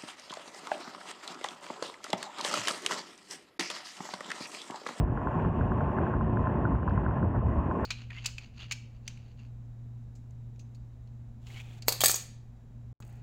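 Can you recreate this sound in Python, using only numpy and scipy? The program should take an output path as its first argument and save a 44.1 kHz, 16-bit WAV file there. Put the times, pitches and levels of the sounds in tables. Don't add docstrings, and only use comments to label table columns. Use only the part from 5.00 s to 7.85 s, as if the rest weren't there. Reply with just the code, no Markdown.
import sys
import numpy as np
from scipy import signal
from scipy.fft import rfft, irfft
from scipy.io import wavfile
from scipy.ndimage import uniform_filter1d

SR = 44100
rng = np.random.default_rng(int(sys.argv[2]) if len(sys.argv) > 2 else 0)


def put_to_file(sound):
    columns = np.atleast_2d(sound).T
    safe = np.clip(columns, -1, 1)
    whole_steps = np.round(safe * 32767)
    wavfile.write(sys.argv[1], SR, whole_steps.astype(np.int16))


N = 125685
T = np.arange(N) / SR


def amp(db):
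    return 10 ** (np.asarray(db) / 20)


def unit(x):
    return x / np.sqrt(np.mean(x ** 2) + 1e-20)


def curve(points):
    return np.interp(T, *np.transpose(points))


def slow(rate_hz):
    hz = np.fft.rfftfreq(N, 1 / SR)
    lowpass = 1 / (1 + (hz / rate_hz) ** 4)
    return unit(irfft(rfft(rng.standard_normal(N)) * lowpass, N))


def noise(spectrum):
    hz = np.fft.rfftfreq(N, 1 / SR)
    points_hz, points_db = np.transpose(spectrum)
    gain = amp(np.interp(np.log(hz + 1), np.log(points_hz), points_db))
    return unit(irfft(rfft(rng.standard_normal(N)) * gain, N))


def steadied(x, size):
    power = uniform_filter1d(uniform_filter1d(x ** 2, size), size)
    return x / np.sqrt(power + 1e-12)


def patchy(x, depth_db):
    z = signal.stft(x, nperseg=1024, noverlap=768)[2]
    patches = uniform_filter1d(rng.standard_normal(z.shape), size=6, axis=0)
    patches = unit(uniform_filter1d(patches, size=10, axis=1))
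    varied = signal.istft(z * amp(depth_db * patches), nperseg=1024, noverlap=768)[1]
    return unit(varied[:N])


# (time [s], rate [firings/s])
FIRING_RATE = [(0, 28.16), (.45, 28.27), (.75, 27.95), (1.1, 27.82), (1.45, 27.73), (1.75, 27.48),
               (2.85, 27.47)]
# (time [s], level [dB])
ENGINE_LOAD = [(0, -8.5), (.35, -0.5), (.7, 1.5), (1.05, 1.5), (1.3, 1), (1.7, 2), (1.86, -10), (2.1, -8.5),
               (2.4, -17.5), (2.85, 0.5)]
# (multiple of firing rate [1], level [dB rms])
EXHAUST_ORDERS = [(2, -55.5), (3, -42.5), (4, -44), (5, -41.5), (6, -49.5), (7, -50.5), (8, -44),
                  (9, -50.5), (10, -47.5), (11, -54), (12, -57.5), (13, -47.5), (14, -58.5), (15, -67),
                  (16, -62), (18, -63.5), (19, -66), (20, -59.5), (21, -59), (22, -55.5), (24, -61),
                  (25, -63.5), (26, -52.5), (28, -73), (32, -56), (34, -70), (37, -54.5), (42, -72.5)]
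WAVER_SHARE, WAVER_HZ = 0.0039, 6.4
UNEVEN_DB, UNEVEN_HZ = -2, 29


def engine():
    turns = np.cumsum(curve(FIRING_RATE) * (1 + WAVER_SHARE * slow(WAVER_HZ))) / SR
    orders = np.arange(2, 43)
    peaks = np.sqrt(2) * amp(np.interp(orders, *np.transpose(EXHAUST_ORDERS)))
    tone = np.zeros(N)
    for order, peak in zip(orders, peaks):
        tone += peak * np.cos(2 * np.pi * (order * turns + rng.random()))
    return tone * amp(curve(ENGINE_LOAD) + UNEVEN_DB * slow(UNEVEN_HZ))


# (time [s], level [dB])
GUST_LEVEL = [(0.0, -30.5), (0.05, -21), (0.08, -37), (0.14, -29.5), (0.23, -41), (0.27, -29.5),
              (0.33, -43.5), (0.36, -35), (0.44, -36), (0.46, -26.5), (0.52, -29), (0.54, -43.5),
              (0.59, -26.5), (0.64, -33), (0.74, -29), (0.76, -34.5), (0.86, -39.5), (0.88, -26.5),
              (0.93, -43.5), (1.05, -33), (1.07, -40), (1.1, -43), (1.13, -44), (1.17, -23), (1.21, -40),
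              (1.23, -32), (1.28, -31.5), (1.3, -34.5), (1.38, -38), (1.43, -27), (1.48, -44),
              (1.52, -33.5), (1.56, -39), (1.61, -28), (1.7, -46.5), (1.71, -31.5), (1.77, -21),
              (1.79, -41), (1.82, -29.5), (1.86, -38), (1.89, -28), (1.96, -26), (1.98, -31.5), (2.1, -27),
              (2.13, -37.5), (2.17, -37), (2.19, -41), (2.26, -24.5), (2.33, -34.5), (2.4, -26),
              (2.43, -42), (2.44, -24.5), (2.56, -32), (2.59, -22), (2.65, -42), (2.71, -29), (2.73, -42),
              (2.79, -38), (2.83, -30.5), (2.85, -36)]
# (frequency [Hz], density [dB per Hz])
BUFFET_SPECTRUM = [(10, -21), (24, -14), (32, -9), (41, -8.5), (54, -0.5), (80, -2), (100, -8.5),
                   (140, -24.5), (600, -70.5), (4000, -130)]
BUFFET_TRIM_DB = -1


def buffet():
    return steadied(noise(BUFFET_SPECTRUM), size=1000) * amp(BUFFET_TRIM_DB + curve(GUST_LEVEL))


# (time [s], level [dB])
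FLUTTER_CURVE = [(0.0, -22), (0.03, -26.5), (0.06, -47), (0.09, -28.5), (0.24, -42.5), (0.27, -32),
                 (0.31, -44), (0.4, -28), (0.41, -31.5), (0.48, -28), (0.5, -35), (0.53, -29), (0.55, -38),
                 (0.59, -32), (0.62, -29.5), (0.66, -24), (0.68, -38.5), (0.72, -30.5), (0.75, -35.5),
                 (0.78, -30), (0.97, -37), (1.03, -31), (1.05, -34), (1.15, -29), (1.19, -37.5),
                 (1.21, -32), (1.41, -29.5), (1.44, -37.5), (1.48, -29), (1.52, -39.5), (1.56, -30),
                 (1.6, -41), (1.63, -30.5), (1.76, -27.5), (1.82, -38), (1.88, -29.5), (1.9, -36.5),
                 (1.93, -27), (1.96, -33), (1.98, -23.5), (2.02, -36.5), (2.05, -30), (2.12, -31),
                 (2.24, -27), (2.26, -36), (2.3, -30.5), (2.33, -40), (2.39, -23.5), (2.41, -34.5),
                 (2.48, -26), (2.52, -36.5), (2.61, -34), (2.63, -37.5), (2.67, -27), (2.73, -49),
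                 (2.75, -31), (2.82, -49.5), (2.85, -36)]
# (frequency [Hz], density [dB per Hz])
FLUTTER_SPECTRUM = [(20, -43.5), (70, -13.5), (95, 0), (115, 2), (160, -2.5), (200, -8.5), (300, -22.5),
                    (600, -47.5), (2000, -90.5)]
FLUTTER_TRIM_DB = -0.5


def flutter():
    return steadied(noise(FLUTTER_SPECTRUM), size=1000) * amp(FLUTTER_TRIM_DB + curve(FLUTTER_CURVE))


# (time [s], level [dB])
ROAR_CURVE = [(0.0, -37.5), (0.11, -35), (0.15, -39), (0.21, -40), (0.23, -41.5), (0.27, -30.5),
              (0.32, -44), (0.37, -26.5), (0.41, -42), (0.48, -29), (0.52, -39.5), (0.61, -29.5),
              (0.67, -41.5), (0.74, -31), (0.79, -43), (0.82, -35.5), (0.85, -39), (0.9, -32.5),
              (0.92, -39), (0.98, -33), (1.0, -32), (1.18, -37), (1.4, -34), (1.46, -40), (1.48, -34),
              (1.65, -31.5), (1.67, -42), (1.7, -31), (1.79, -41), (1.85, -35), (1.89, -41), (1.93, -34.5),
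              (1.96, -37.5), (2.02, -36), (2.07, -32), (2.13, -41), (2.17, -37), (2.21, -38.5),
              (2.24, -26.5), (2.27, -38), (2.39, -32), (2.41, -42), (2.44, -33), (2.47, -39), (2.5, -32),
              (2.66, -37), (2.68, -32), (2.73, -35), (2.76, -32), (2.85, -36)]
# (frequency [Hz], density [dB per Hz])
ROAR_SPECTRUM = [(30, -45), (120, -23.5), (185, 2.5), (250, 1.5), (310, -3), (370, -2.5), (450, -12),
                 (600, -22.5), (1200, -48), (4000, -91.5)]
ROAR_TRIM_DB = -1


def roar():
    return steadied(noise(ROAR_SPECTRUM), size=1200) * amp(ROAR_TRIM_DB + curve(ROAR_CURVE))


# (time [s], level [dB])
MIDDLE_CURVE = [(0.0, -41.5), (0.02, -38.5), (0.07, -51), (0.09, -42.5), (0.44, -37.5), (0.55, -46),
                (0.59, -37), (0.77, -42.5), (0.83, -34), (0.87, -42), (0.97, -39), (0.98, -36), (1.19, -42),
                (1.21, -37.5), (1.25, -43.5), (1.6, -38), (1.75, -45), (1.81, -47), (1.84, -41.5),
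                (2.14, -40.5), (2.17, -37), (2.19, -42), (2.26, -38), (2.3, -45), (2.37, -38), (2.4, -51),
                (2.43, -37.5), (2.51, -44), (2.56, -37), (2.62, -43), (2.83, -37), (2.85, -37)]
# (frequency [Hz], density [dB per Hz])
MIDDLE_SPECTRUM = [(100, -41), (330, -11), (430, 1.5), (520, -1.5), (630, 2), (730, -1), (800, -8),
                   (1200, -32.5), (4000, -88.5)]
# (time [s], level [dB])
RUSH_CURVE = [(0, -41), (.1, -40.5), (.2, -36.5), (.3, -36), (.36, -31.5), (.42, -34.5), (.52, -37.5),
              (.65, -37), (.8, -36), (.88, -34), (.93, -35.5), (.98, -32), (1.04, -36), (1.12, -33.5),
              (1.18, -38.5), (1.35, -37.5), (1.46, -36), (1.64, -36), (1.8, -39), (1.84, -41.5),
              (1.88, -38), (2.17, -36.5), (2.3, -40.5), (2.36, -34), (2.4, -42.5), (2.45, -39), (2.6, -37),
              (2.75, -36), (2.85, -33)]
# (frequency [Hz], density [dB per Hz])
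RUSH_SPECTRUM = [(100, -32), (600, -11), (790, -3.5), (865, 2.5), (950, 1), (1030, 2), (1120, -1.5),
                 (1220, -9.5), (1450, -10.5), (1800, -13.5), (2150, -24), (2700, -53), (5000, -74)]
MIDDLE_TRIM_DB, RUSH_TRIM_DB = -1.5, -5
RUSH_PATCH_DB, RUSH_FLICKER_DB = 1.5, 1


def rush(flicker):
    middle = steadied(noise(MIDDLE_SPECTRUM), size=1200) * amp(MIDDLE_TRIM_DB + curve(MIDDLE_CURVE))
    body = steadied(patchy(noise(RUSH_SPECTRUM), RUSH_PATCH_DB), size=1500)
    body = body * amp(RUSH_TRIM_DB + curve(RUSH_CURVE))
    return (middle + body) * amp(RUSH_FLICKER_DB * flicker)


# (time [s], level [dB])
HISS_CURVE = [(0, -64), (.06, -72), (.16, -67), (.3, -63.5), (.43, -59.5), (.5, -65.5), (.57, -62.5),
              (.72, -64), (.83, -62.5), (.95, -64), (1.08, -60), (1.17, -68.5), (1.25, -65), (1.32, -66),
              (1.45, -63.5), (1.57, -65), (1.65, -67), (1.73, -66.5), (1.79, -68.5), (1.9, -64),
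              (2.12, -68), (2.18, -64), (2.23, -69.5), (2.41, -68.5), (2.49, -67), (2.58, -67), (2.85, -63)]
# (frequency [Hz], density [dB per Hz])
HISS_SPECTRUM = [(100, -31), (1500, -5.5), (2200, -8), (2470, 2), (2850, -2), (3150, -8), (3500, -7),
                 (3900, -6.5), (4500, -21.5), (9000, -60)]
# (time [s], level [dB])
FIZZ_CURVE = [(0, -63), (.06, -73.5), (.13, -65.5), (.37, -61), (.48, -64.5), (1.05, -64), (1.18, -66.5),
              (1.29, -69.5), (1.36, -66), (1.5, -65.5), (1.65, -68.5), (1.82, -67.5), (1.92, -64),
              (2.05, -68.5), (2.18, -66), (2.3, -69), (2.42, -69), (2.48, -63), (2.57, -66.5), (2.85, -61)]
# (frequency [Hz], density [dB per Hz])
FIZZ_SPECTRUM = [(2000, -29), (4500, -8), (5300, -1.5), (6100, -5), (7200, 0.5), (8200, -6.5),
                 (9200, -21.5), (20000, -29.5)]
HISS_TRIM_DB, FIZZ_TRIM_DB, HISS_FLICKER_DB = 3, -0.5, 0.5


def hiss(flicker):
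    lower = noise(HISS_SPECTRUM) * amp(HISS_TRIM_DB + curve(HISS_CURVE))
    fizz = noise(FIZZ_SPECTRUM) * amp(FIZZ_TRIM_DB + curve(FIZZ_CURVE))
    return (lower + fizz) * amp(HISS_FLICKER_DB * flicker)


# (frequency [Hz], relative level [dB], t60 [s])
HOUSING_MODES = [(1048.3, -1.5, 0.043), (890, -16.5, 0.007), (1200, -6.5, 0.0049)]


def housing(t):
    return sum(amp(db - 60 * t / t60) * np.sin(2 * np.pi * hz * t) for hz, db, t60 in HOUSING_MODES)


CHATTER_PER_S, CHATTER_SPREAD_DB = 45, 3
CHATTER_DB = -11.5


def chatter():
    strength = amp(CHATTER_SPREAD_DB * np.minimum(rng.exponential(1, N), 2))
    knocks = (rng.random(N) < CHATTER_PER_S / SR) * strength
    ringing = signal.oaconvolve(knocks, housing(T[:4096]))[:N]
    return unit(ringing) * amp(CHATTER_DB + curve(RUSH_CURVE))


# (time [s], level [dB], click pitch [Hz], click t60 [s], housing ring re level [dB])
MOUNT_TICKS = [(0.1748, -33, 1360, 0.011, 1), (0.2719, -30, 1430, 0.0069, 8), (.449, -40, 1250, .004, 14.5),
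               (0.4602, -35, 1440, 0.0055, -5), (0.6112, -31, 1460, 0.0081, -13.5),
               (.7194, -31.5, 1480, 0.0066, 8), (0.808, -30.5, 1460, 0.0072, 0.5),
               (.879, -45, 1250, 0.0032, 11.5), (0.8985, -39.5, 1510, 0.0035, 4),
               (.9860, -27.5, 1440, 0.006, 2), (1.035, -40, 1420, .006, 11),
               (1.0673, -29.5, 1535, 0.0069, 1), (1.1392, -31, 1370, 0.0043, 2),
               (1.2104, -33.5, 1370, 0.0076, 4), (1.3721, -26.5, 1530, 0.0049, -7.5),
               (1.4414, -36.5, 1460, 0.004, 5), (1.4713, -26, 1480, 0.005, -2.5),
               (1.5564, -38, 1510, 0.0044, 3), (1.6529, -29.5, 1423, 0.023, -2.5),
               (1.7533, -39, 1390, 0.0094, -3), (1.831, -34, 1420, 0.0051, -10),
               (1.8782, -32, 1460, 0.0076, 7), (1.8853, -36, 1200, 0.0088, 7.5),
               (1.9087, -30.5, 1610, 0.0052, -7), (1.9773, -36, 1370, 0.008, 10),
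               (2.0158, -35.5, 1520, 0.0071, -9), (2.064, -29.5, 1450, .009, 2),
               (2.1105, -36, 1480, 0.012, -8.5), (2.1838, -35.5, 1290, 0.0054, 1),
               (2.2285, -34.5, 1490, 0.0081, -11.5), (2.6058, -40.5, 1410, 0.0069, -0.5),
               (2.7125, -31.5, 1450, 0.0057, 5), (2.8444, -30.5, 1410, 0.0078, -1)]
CLICK_DB = 8.5
CLICK_RISE_SHARE = .02


def rattle():
    t = np.arange(4096) / SR
    out = np.zeros(N)
    for start_s, level_db, click_hz, click_t60_s, ring_db in MOUNT_TICKS:
        rise = 1 - np.exp(-t / (CLICK_RISE_SHARE * click_t60_s))
        click = rise * amp(-60 * t / click_t60_s) * np.sin(2 * np.pi * click_hz * t)
        knock = amp(level_db) * (amp(CLICK_DB) * click + amp(ring_db) * housing(t))
        part = out[round(start_s * SR):][:len(t)]
        part += knock[:len(part)]
    return out


SNAP_S, SNAP_DB, SNAP_HZ = 1.8968, -37.5, 4450
SNAP_SIGMA_S = .00022


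def snap():
    t = T - SNAP_S
    envelope = np.exp(-(t / SNAP_SIGMA_S) ** 2 / 2)
    return amp(SNAP_DB) * envelope * np.cos(2 * np.pi * SNAP_HZ * t)


KNOCK_LOWPASS_HZ = 1800


def scene():
    wind = buffet() + flutter() + roar()
    flicker = slow(59)
    air = rush(flicker) + hiss(flicker)
    lowpass = signal.firwin(301, KNOCK_LOWPASS_HZ, fs=SR)
    knocks = signal.oaconvolve(chatter() + rattle(), lowpass, "same")
    return (engine() + wind + air + knocks + snap())[None]


LOW_CUT_HZ, MUFFLE_HZ = 40, 3289
LEAK_DB = -19


def record(dry):
    hz = np.fft.rfftfreq(N, 1 / SR)
    low_cut = 1 / np.sqrt(1 + (LOW_CUT_HZ / (hz + 1)) ** 6)
    cut = irfft(rfft(dry) * low_cut, N)
    lowpass = signal.firwin(151, MUFFLE_HZ, window=("kaiser", 7), fs=SR)
    low = signal.oaconvolve(cut, lowpass[None], "same")
    return low + amp(LEAK_DB) * (cut - low)


dry = scene()
out = record(dry)
put_to_file(out)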